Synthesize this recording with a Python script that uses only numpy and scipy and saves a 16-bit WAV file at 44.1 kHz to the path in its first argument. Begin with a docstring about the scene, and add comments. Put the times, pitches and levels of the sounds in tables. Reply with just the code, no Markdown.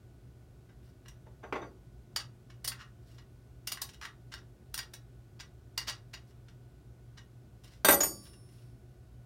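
"""Hands work on a bicycle's rear derailleur in a small workshop. First the chain drags and fingers
brush the parts, both by friction; near 1.3 s a steel spanner is nudged along the wooden bench.
Then links snap onto the teeth and the cage slips, each contact exciting short metallic resonances.
Near 7.8 s the spanner is dropped: its bounces force the bench to vibrate, and the steel rings on in
its natural modes as the fingers brush again. A motor hums faintly over low room rumble throughout."""
import sys
import numpy as np
from scipy import signal
from scipy.fft import rfft, irfft, next_fast_len
from scipy.io import wavfile
from scipy.ndimage import uniform_filter1d

SR = 44100
rng = np.random.default_rng(int(sys.argv[2]) if len(sys.argv) > 2 else 0)


def master(y):
    """Save y as 16-bit WAV."""
    cut = np.clip(np.atleast_2d(y).T, -1, 1)
    pcm = np.round(cut * 32767)  # scale
    wavfile.write(sys.argv[1], SR, pcm.astype(np.int16))


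N = 407925
SHORT = SR // 2
AGE = np.arange(SHORT) / SR   # seconds since a contact began
ORDINARY_DB = -40   # level of a contact of ordinary force

# Links snap onto the teeth. Each row: start in seconds, swell in seconds, level in dB.
LINK_SNAPS = [(1.082, .0008, -50.5), (2.642, .0066, -35.5), (2.673, 0.0045, -30), (3.67, 0.0036, -32.5),
              (3.714, 0.0082, -32), (3.813, 0.0057, -31.5), (3.883, 0.0097, -51.5), (3.927, 0.016, -56),
              (4.739, 0.0037, -33.5), (4.776, 0.0014, -35.5), (4.934, 0.0042, -44), (7.643, 0.0015, -57)]
# The cage slips and pings. Each row: start in seconds, swell in seconds, level in dB.
CAGE_SLIPS = [(2.159, 0.0039, -28), (2.497, 0.0049, -55.5), (3.173, 0.019, -56), (4.315, .013, -48.5),
              (4.336, 0.0032, -40.5), (4.787, .004, -36), (5.389, 0.017, -45.5), (5.7754, 0.0024, -29),
              (5.866, 0.02, -35), (5.885, 0.013, -35.5), (6.131, 0.0082, -43), (6.481, .0059, -59),
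              (7.167, 0.016, -51.5)]
# The chain drags over the sprockets. Each row: start in seconds, swell in seconds, level in dB.
CHAIN_DRAGS = [(.686, 0.0086, -65.5), (1.047, 0.014, -56), (2.715, 0.0035, -43), (2.76, 0.063, -48),
               (3.768, 0.0046, -44.5), (4.011, 0.0036, -45.5), (4.02, 0.015, -43.5), (4.031, .025, -40.5)]
def clicks(rebound_s=.038, rebound_swell_s=.008, rebound_db=-18):
    """Contact excitation: parts snap, slip and drag; a spring's restoring force returns the cage."""
    rebounds = [(s + rebound_s, rebound_swell_s, db + rebound_db) for s, _, db in CAGE_SLIPS]
    # each kind has its own body, edge and ping in dB at ordinary force
    kinds = [(LINK_SNAPS + loose_links(), (-.44, -.5, -1.5)),
             (CAGE_SLIPS + rebounds, (3.7, -11.5, 2.2)),
             (CHAIN_DRAGS, (12.7, -9.5, -3))]
    return [(s, swell, db, *tone(ordinary, swell, db))
            for rows, ordinary in kinds for s, swell, db in rows]


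def tone(ordinary, swell, db, tilt_per_db=(-.11, .45, .63), edge_db_per_doubling=-.75):
    """Force and contact time shape the spectrum: harder is brighter, slower is duller."""
    body, edge, ping = np.array(ordinary) + np.array(tilt_per_db) * (db - ORDINARY_DB)
    return body, edge + edge_db_per_doubling * np.log2(swell / .005), ping


# Spectral envelope of the drivetrain. Each row: frequency in Hz, relative density in dB.
CHAIN_SPECTRUM = [(150, -16), (400, -12), (750, -7.5), (1100, -2.5), (1700, 0.5), (2400, -3.5),
                  (3200, -0.5), (5500, 3), (6500, -6), (7500, -4), (11000, -5.5), (15000, -7)]
# Modes of the cage and of the spanner held against it. Each row: frequency in Hz, relative level in dB, 60 dB
# decay time in seconds.
CLICK_MODES = [(1676, -12, 0.087), (1920, -14, .08), (2860, -5.5, 0.027), (3757, -12.5, 0.2),
               (4510, -10.5, 0.016), (4830, -5.5, 0.031), (5670, -9, 0.039), (5890, -10, 0.07),
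               (6830, -8.5, 0.043), (8940, -7, 0.056), (9280, -5, 0.039), (10600, -17, 0.04),
               (12000, -6.5, 0.021), (14000, -10, 0.031)]
def drivetrain():
    """Impact and friction excite the damped resonances of chain, cage and sprockets, and of the spanner held
    against them."""
    out = np.zeros(N)
    for s, swell, db, body_db, edge_db, ping_db in clicks():
        force = contact(swell, t60=.031, rough_db=4.5)
        sound = struck(force, CHAIN_SPECTRUM, CLICK_MODES, modes_db=-8.5, detune=.014, spread_db=9)
        sound = colour(sound, lambda hz: body_db * bell(hz, 1400, octaves=.75)
                       + edge_db * shelf(hz, 8000, order=6)
                       + ping_db * bell(hz, 4600, octaves=.07))
        add(out, s, at_level(sound, db))
    return out


# The spanner is nudged along the bench. Each row: start in seconds, swell in seconds, thud in dB.
SPANNER_NUDGES = [(1.259, 0.012, -55), (1.425, .017, -44), (1.5239, 0.0019, -30), (1.548, 0.013, -35),
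                  (1.6, 0.031, -43.5)]
# The dropped spanner bounces. Each row: start in seconds, swell in seconds, thud in dB,
# ring gain in dB, further ring gain above 7.5 kHz in dB.
SPANNER_BOUNCES = [(7.8465, .00084, -21, 4, 3), (7.882, .0049, -16, 2.5, 6), (7.905, .0024, -28.5, 0, 10),
                   (7.92, .0041, -28, 4, 2), (7.937, .0043, -43, -11, 15.5), (8.004, .0012, -31.5, 3, -10),
                   (8.031, .0016, -34.5, -6, 14.5)]
def blows(nudge_edge_db=-27, tip_s=7.902, tip_lasts_s=.052):
    """Impact bandwidth: a harder nudge or a shorter bounce of steel on wood reaches higher in pitch."""
    rows = []
    for s, swell, db in SPANNER_NUDGES:
        cutoff_hz = 1800 * 2 ** ((db - ORDINARY_DB) / 26)   # an octave per 26 dB
        ring_db = db + 10 * np.log10(swell / .001)   # energy grows with rubbing time
        rows.append((s, swell, db, cutoff_hz, ring_db, nudge_edge_db, 0))
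    for s, swell, db, ring_db, edge_db in SPANNER_BOUNCES:
        cutoff_hz = 13420 * (.001 / swell) ** .22
        # it lands jaw first and tips onto its handle
        handle_share = np.interp(s, [tip_s, tip_s + tip_lasts_s], [.12, .94])
        rows.append((s, swell, db, cutoff_hz, ring_db, edge_db, handle_share))
    return rows


# Modes of the steel. Each row: frequency in Hz, response to a jaw blow in dB, response to a handle
# blow in dB, 60 dB decay time in seconds, lingering share of the ring in dB.
SPANNER_MODES = [(1154, -46, -53, 0.33, -14), (3430, -36.5, -64.5, .16, -52),
                 (3676, -32.5, -52.5, 0.13, -66), (4646, -41.5, -40, 0.47, -59.5),
                 (5380, -54, -34, 0.22, -21), (6020, -34, -44, 0.28, -52.5), (6790, -43, -21, 0.28, -60.5),
                 (6900, -50, -36, 0.24, -55), (8240, -29, -43.5, 0.24, -57.5),
                 (9080, -42.5, -45, 0.17, -23.5), (9200, -37, -39.5, .23, -64),
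                 (9590, -42, -54.5, 0.4, -24.5), (10540, -38, -61.5, .17, -17.5),
                 (11940, -37.5, -58.5, 0.31, -56.5), (12110, -36, -33, .2, -60),
                 (12950, -25, -43, 0.15, -56.5), (13290, -28.5, -63, .08, -41),
                 (14125, -37, -65.5, 0.14, -56.5), (15085, -45, -61, .15, -57)]
def spanner(flat_s=7.948, flat_db=-7, linger_t60=1.3, rock_db=4, settle_s=.0012, rest_s=.06):
    """Free vibration: the point of impact sets how much energy each mode of the steel receives."""
    out, t = np.zeros(N), np.arange(N) / SR
    s, swell, _, _, ring_db, edge_db, handle_share = np.transpose(blows())
    hits = np.round((s + swell / 2) * SR).astype(int)
    blows_so_far = np.searchsorted(hits, np.arange(N), side="right")
    settle = np.exp(-1 / (settle_s * SR))   # each ring's onset is softened over about a millisecond
    unsettled = np.exp(-np.maximum(t - s[-1], 0) / rest_s)   # at rest after the last blow
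    for hz, jaw_db, handle_db, t60, linger_db in SPANNER_MODES:
        response_db = jaw_db + handle_share * (handle_db - jaw_db)
        fed = np.zeros(N)
        fed[hits] = from_db(ring_db + response_db + edge_db * shelf(hz, 7500, order=20)) ** 2
        # modes with a node where the spanner rests ring on faintly
        energy = stored_energy(fed, t60) + from_db(linger_db) ** 2 * stored_energy(fed, linger_t60)
        phase = rng.random(len(hits) + 1)[blows_so_far]   # each blow restarts the swing
        swing = signal.lfilter([1 - settle], [1, -settle], np.sqrt(energy) * np.exp(2j * np.pi * phase))
        rocking = from_db(rock_db * unsettled * drift(45, N))   # the tool rocks: modes swell and sink
        out += rocking * np.imag(swing * np.exp(2j * np.pi * hz * t))
    lying_flat = np.clip((t - flat_s) / .012, 0, 1) * (t < s[-2])   # muted until the handle lands
    return out * from_db(flat_db * lying_flat)


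# Spectral envelope of the bench top. Each row: frequency in Hz, relative density in dB.
BENCH_SPECTRUM = [(50, -5), (110, -14), (155, -1.5), (230, -6.5), (340, -1), (560, 0.5), (900, -1),
                  (1400, -2), (2300, -6.5), (3200, -11.5), (4500, -15), (9000, -19), (15000, -16)]
# Modes of the plank. Each row: frequency in Hz, relative level in dB, 60 dB decay time in seconds.
PLANK_MODES = [(205.5, -18.5, 0.31), (305, -21, 0.2), (560.3, -0.5, 0.2), (809, -7.5, 0.16),
               (898, -17.5, .16), (1330, -15.5, 0.12), (1950, -13.5, .14)]
def bench():
    """Forced vibration: every blow shakes the wooden top; only hard ones set the whole plank swinging."""
    out = np.zeros(N)
    hardest_db = max(db for _, _, db, *_ in blows())
    for s, swell, db, cutoff_hz, *_ in blows():
        force = contact(swell, t60=.087, rough_db=0)
        modes_db = -2 + .99 * (db - hardest_db)
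        sound = struck(force, BENCH_SPECTRUM, PLANK_MODES, modes_db, detune=0, spread_db=1)
        sound = colour(sound, lambda hz: -10 * np.log10(1 + (hz / cutoff_hz) ** 4))
        add(out, s, at_level(sound, db))
    return out


# Fingers brush the parts. Each row: midpoint in seconds, length in seconds, level in dB,
# gain above 8 kHz in dB.
FINGER_STROKES = [(0.867, 0.13, -74.5, -0.5), (3.1, 0.25, -70, -1), (6.293, 0.066, -74, -2),
                  (7.71, 0.25, -64, -6), (8.233, .34, -60.5, 7), (8.58, 0.39, -70, 1)]
def fingers(rough_db=3):
    """Sliding friction of skin on the parts makes soft, uneven noise with no ring."""
    out = np.zeros(N)
    for s, length, db, edge_db in FINGER_STROKES:
        stroke = np.sin(np.pi * np.minimum(AGE / length, 1)) ** 2
        friction = stroke * rng.standard_normal(SHORT) * from_db(rough_db * drift(79, SHORT))
        sound = colour(friction, lambda hz: at_hz(CHAIN_SPECTRUM, hz) + edge_db * shelf(hz, 8000, order=6))
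        add(out, s - length / 2, at_level(sound, db))
    return out


def loose_links(count=3, swell_s=.0023, above_db=.5, spread_db=2):
    """Light impacts: loose links tick at random moments around the middle of each finger stroke."""
    return [(s + length * rng.uniform(-.63, .58) / 2, swell_s,
             db + above_db + spread_db * rng.standard_normal())
            for s, length, db, _ in FINGER_STROKES for _ in range(count)]


# Reverberation of the room. Each row: frequency in Hz, 60 dB decay time in seconds.
ROOM_DECAY = [(100, 0.97), (500, 0.32), (2000, 0.2), (6000, 0.17), (15000, 0.11)]
def workshop(x, delay_s=.003):
    """Reverberation: diffuse reflections decay exponentially, the treble first."""
    tail, edges_hz = np.zeros(SHORT), np.geomspace(60, 17000, 10)
    for low, high in zip(edges_hz, edges_hz[1:]):
        bandpass = signal.butter(2, [low, high], "band", fs=SR, output="sos")
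        band = signal.sosfilt(bandpass, rng.standard_normal(SHORT))
        tail += band * from_db(-60 * AGE / at_hz(ROOM_DECAY, np.sqrt(low * high)))
    tail *= np.clip((AGE - delay_s) / .00067, 0, 1)
    return signal.fftconvolve(x, tail / np.sqrt(np.sum(tail ** 2)))[:N]


# Spectral envelope of the room's rumble. Each row: frequency in Hz, relative density in dB.
RUMBLE_SPECTRUM = [(21, -28.5), (35, -14.5), (58, 0.5), (90, -10.5), (123, -1), (147, -12.5), (334, -19.5),
                   (360, -16.5), (503, -27), (720, -26), (862, -34.5), (1510, -36.5), (1640, -39.5),
                   (10900, -48.5), (16000, -51.5)]
def rumble(db=-55):
    """Ambient noise has a continuous spectrum, here strongest in the bass."""
    noise = colour(rng.standard_normal(N), lambda hz: at_hz(RUMBLE_SPECTRUM, hz))
    return from_db(db) * rms_one(noise)


# Partials of the motor's hum. Each row: frequency in Hz, rms level in dB.
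MOTOR_PARTIALS = [(120, -58.5), (360.5, -75.5), (1475, -82.5)]
def motor(waver_db=.3, wander_rad=.074):
    """Steady vibration gives a line spectrum; each partial wavers slightly in level and phase."""
    out, t = np.zeros(N), np.arange(N) / SR
    lowest_hz = MOTOR_PARTIALS[0][0]
    for hz, db in MOTOR_PARTIALS:
        phase = 2 * np.pi * hz * t + wander_rad * np.sqrt(hz / lowest_hz) * drift(15, N)
        out += np.sqrt(2) * from_db(db + waver_db * drift(2.3, N)) * np.sin(phase)
    return out


def contact(swell, t60, rough_db):
    """Stick-slip friction: many tiny, uneven slips make a force that swells and dies out."""
    rise = np.minimum(AGE / swell, 1) ** 1.4
    decay = from_db(-60 * np.maximum(AGE - swell, 0) / t60)
    return rise * decay * rng.standard_normal(SHORT) * from_db(rough_db * drift(700, SHORT))


def struck(force, spectrum, modes, modes_db, detune, spread_db):
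    """Superposition: a body answers with a dense wash of short resonances and a few clear modes."""
    wash = rms_one(colour(force, lambda hz: at_hz(spectrum, hz)))
    return wash + from_db(modes_db) * resonate(rms_one(force), modes, detune, spread_db)


def resonate(force, modes, detune, spread_db):
    """Resonance: each mode stores energy and rings it out; grip and load shift its pitch and share."""
    out = np.zeros(SHORT)
    for hz, db, t60 in modes:
        keep = 1e-6 ** (1 / (t60 * SR))
        energy = signal.lfilter([1 - keep], [1, -keep], force ** 2 + 1e-30)
        knocks = np.cumsum(force * np.sqrt((1 - keep) / energy)) / 2   # fresh slips disturb the phase
        shifted_hz = hz * (1 + detune * rng.standard_normal())
        phase = 2 * np.pi * (shifted_hz * AGE + rng.random()) + knocks
        out += from_db(db + spread_db * (rng.random() - .5)) * np.sqrt(2 * energy) * np.sin(phase)
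    return out


def stored_energy(fed, t60):
    """Damping: energy fed to a mode falls by 60 dB in t60 seconds."""
    return signal.lfilter([1], [1, -1e-6 ** (1 / (t60 * SR))], fed + 1e-24)


def colour(x, db_at):
    """Minimum-phase filtering applies a gain in dB, given as a function of frequency, causally."""
    size = 2 * next_fast_len(len(x))
    hz = np.arange(size // 2 + 1) * SR / size + 1
    cepstrum = irfft(np.log(from_db(db_at(hz))))
    cepstrum[1:size // 2] *= 2
    cepstrum[size // 2 + 1:] = 0
    return irfft(rfft(x, size) * np.exp(rfft(cepstrum)))[:len(x)]


def at_hz(points, hz):
    """Interpolation of a table on a log-frequency axis."""
    points = np.array(points)
    return np.interp(np.log(np.maximum(hz, 1)), np.log(points[:, 0]), points[:, 1])


def bell(hz, centre_hz, octaves):
    """A Gaussian of height 1 on a log-frequency axis."""
    return np.exp(-.5 * (np.log2(hz / centre_hz) / octaves) ** 2)


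def shelf(hz, edge_hz, order):
    """A smooth step from 0 below the edge to 1 above it."""
    return 1 / (1 + (edge_hz / hz) ** order)


def drift(rate_hz, size):
    """Random modulation with a spread near 1."""
    steps = np.arange(size) * rate_hz / SR
    return np.interp(steps, np.arange(size // 20), rng.standard_normal(size // 20))


def from_db(db):
    """Decibels to amplitude ratio."""
    return 10 ** (np.asarray(db) / 20)


def rms_one(x):
    """Normalisation to rms 1."""
    return x / np.sqrt(np.mean(x ** 2) + 1e-20)


def at_level(sound, db):
    """Normalisation of the loudest 5 ms to an rms level."""
    return sound * from_db(db) / np.sqrt(uniform_filter1d(sound ** 2, size=220).max())


def add(track, s, sound):
    """Superposition of a sound on a track, starting at s seconds."""
    start = round(s * SR)
    track[start:start + len(sound)] += sound[:N - start]


def scene(bicycle_wet_db=-4, wood_wet_db=-6, steel_wet_db=-13):
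    """Direct sound from the nearby bicycle and bench adds to the reverberant field and background."""
    bicycle, wood, steel = drivetrain() + fingers(), bench(), spanner()
    room = workshop(from_db(bicycle_wet_db) * bicycle + from_db(wood_wet_db) * wood
                    + from_db(steel_wet_db) * steel)
    return (bicycle + wood + steel + room + rumble() + motor())[None]


def record(dry, low_hz=43, high_hz=15900):
    """Band limiting: the microphone drops the deep bass, and the highest treble is cut."""
    highpass = signal.butter(6, low_hz, "high", fs=SR, output="sos")
    lowpass = signal.ellip(10, .1, 80, high_hz, fs=SR, output="sos")
    return signal.sosfilt(lowpass, signal.sosfilt(highpass, dry))


dry = scene()
out = record(dry)
master(out)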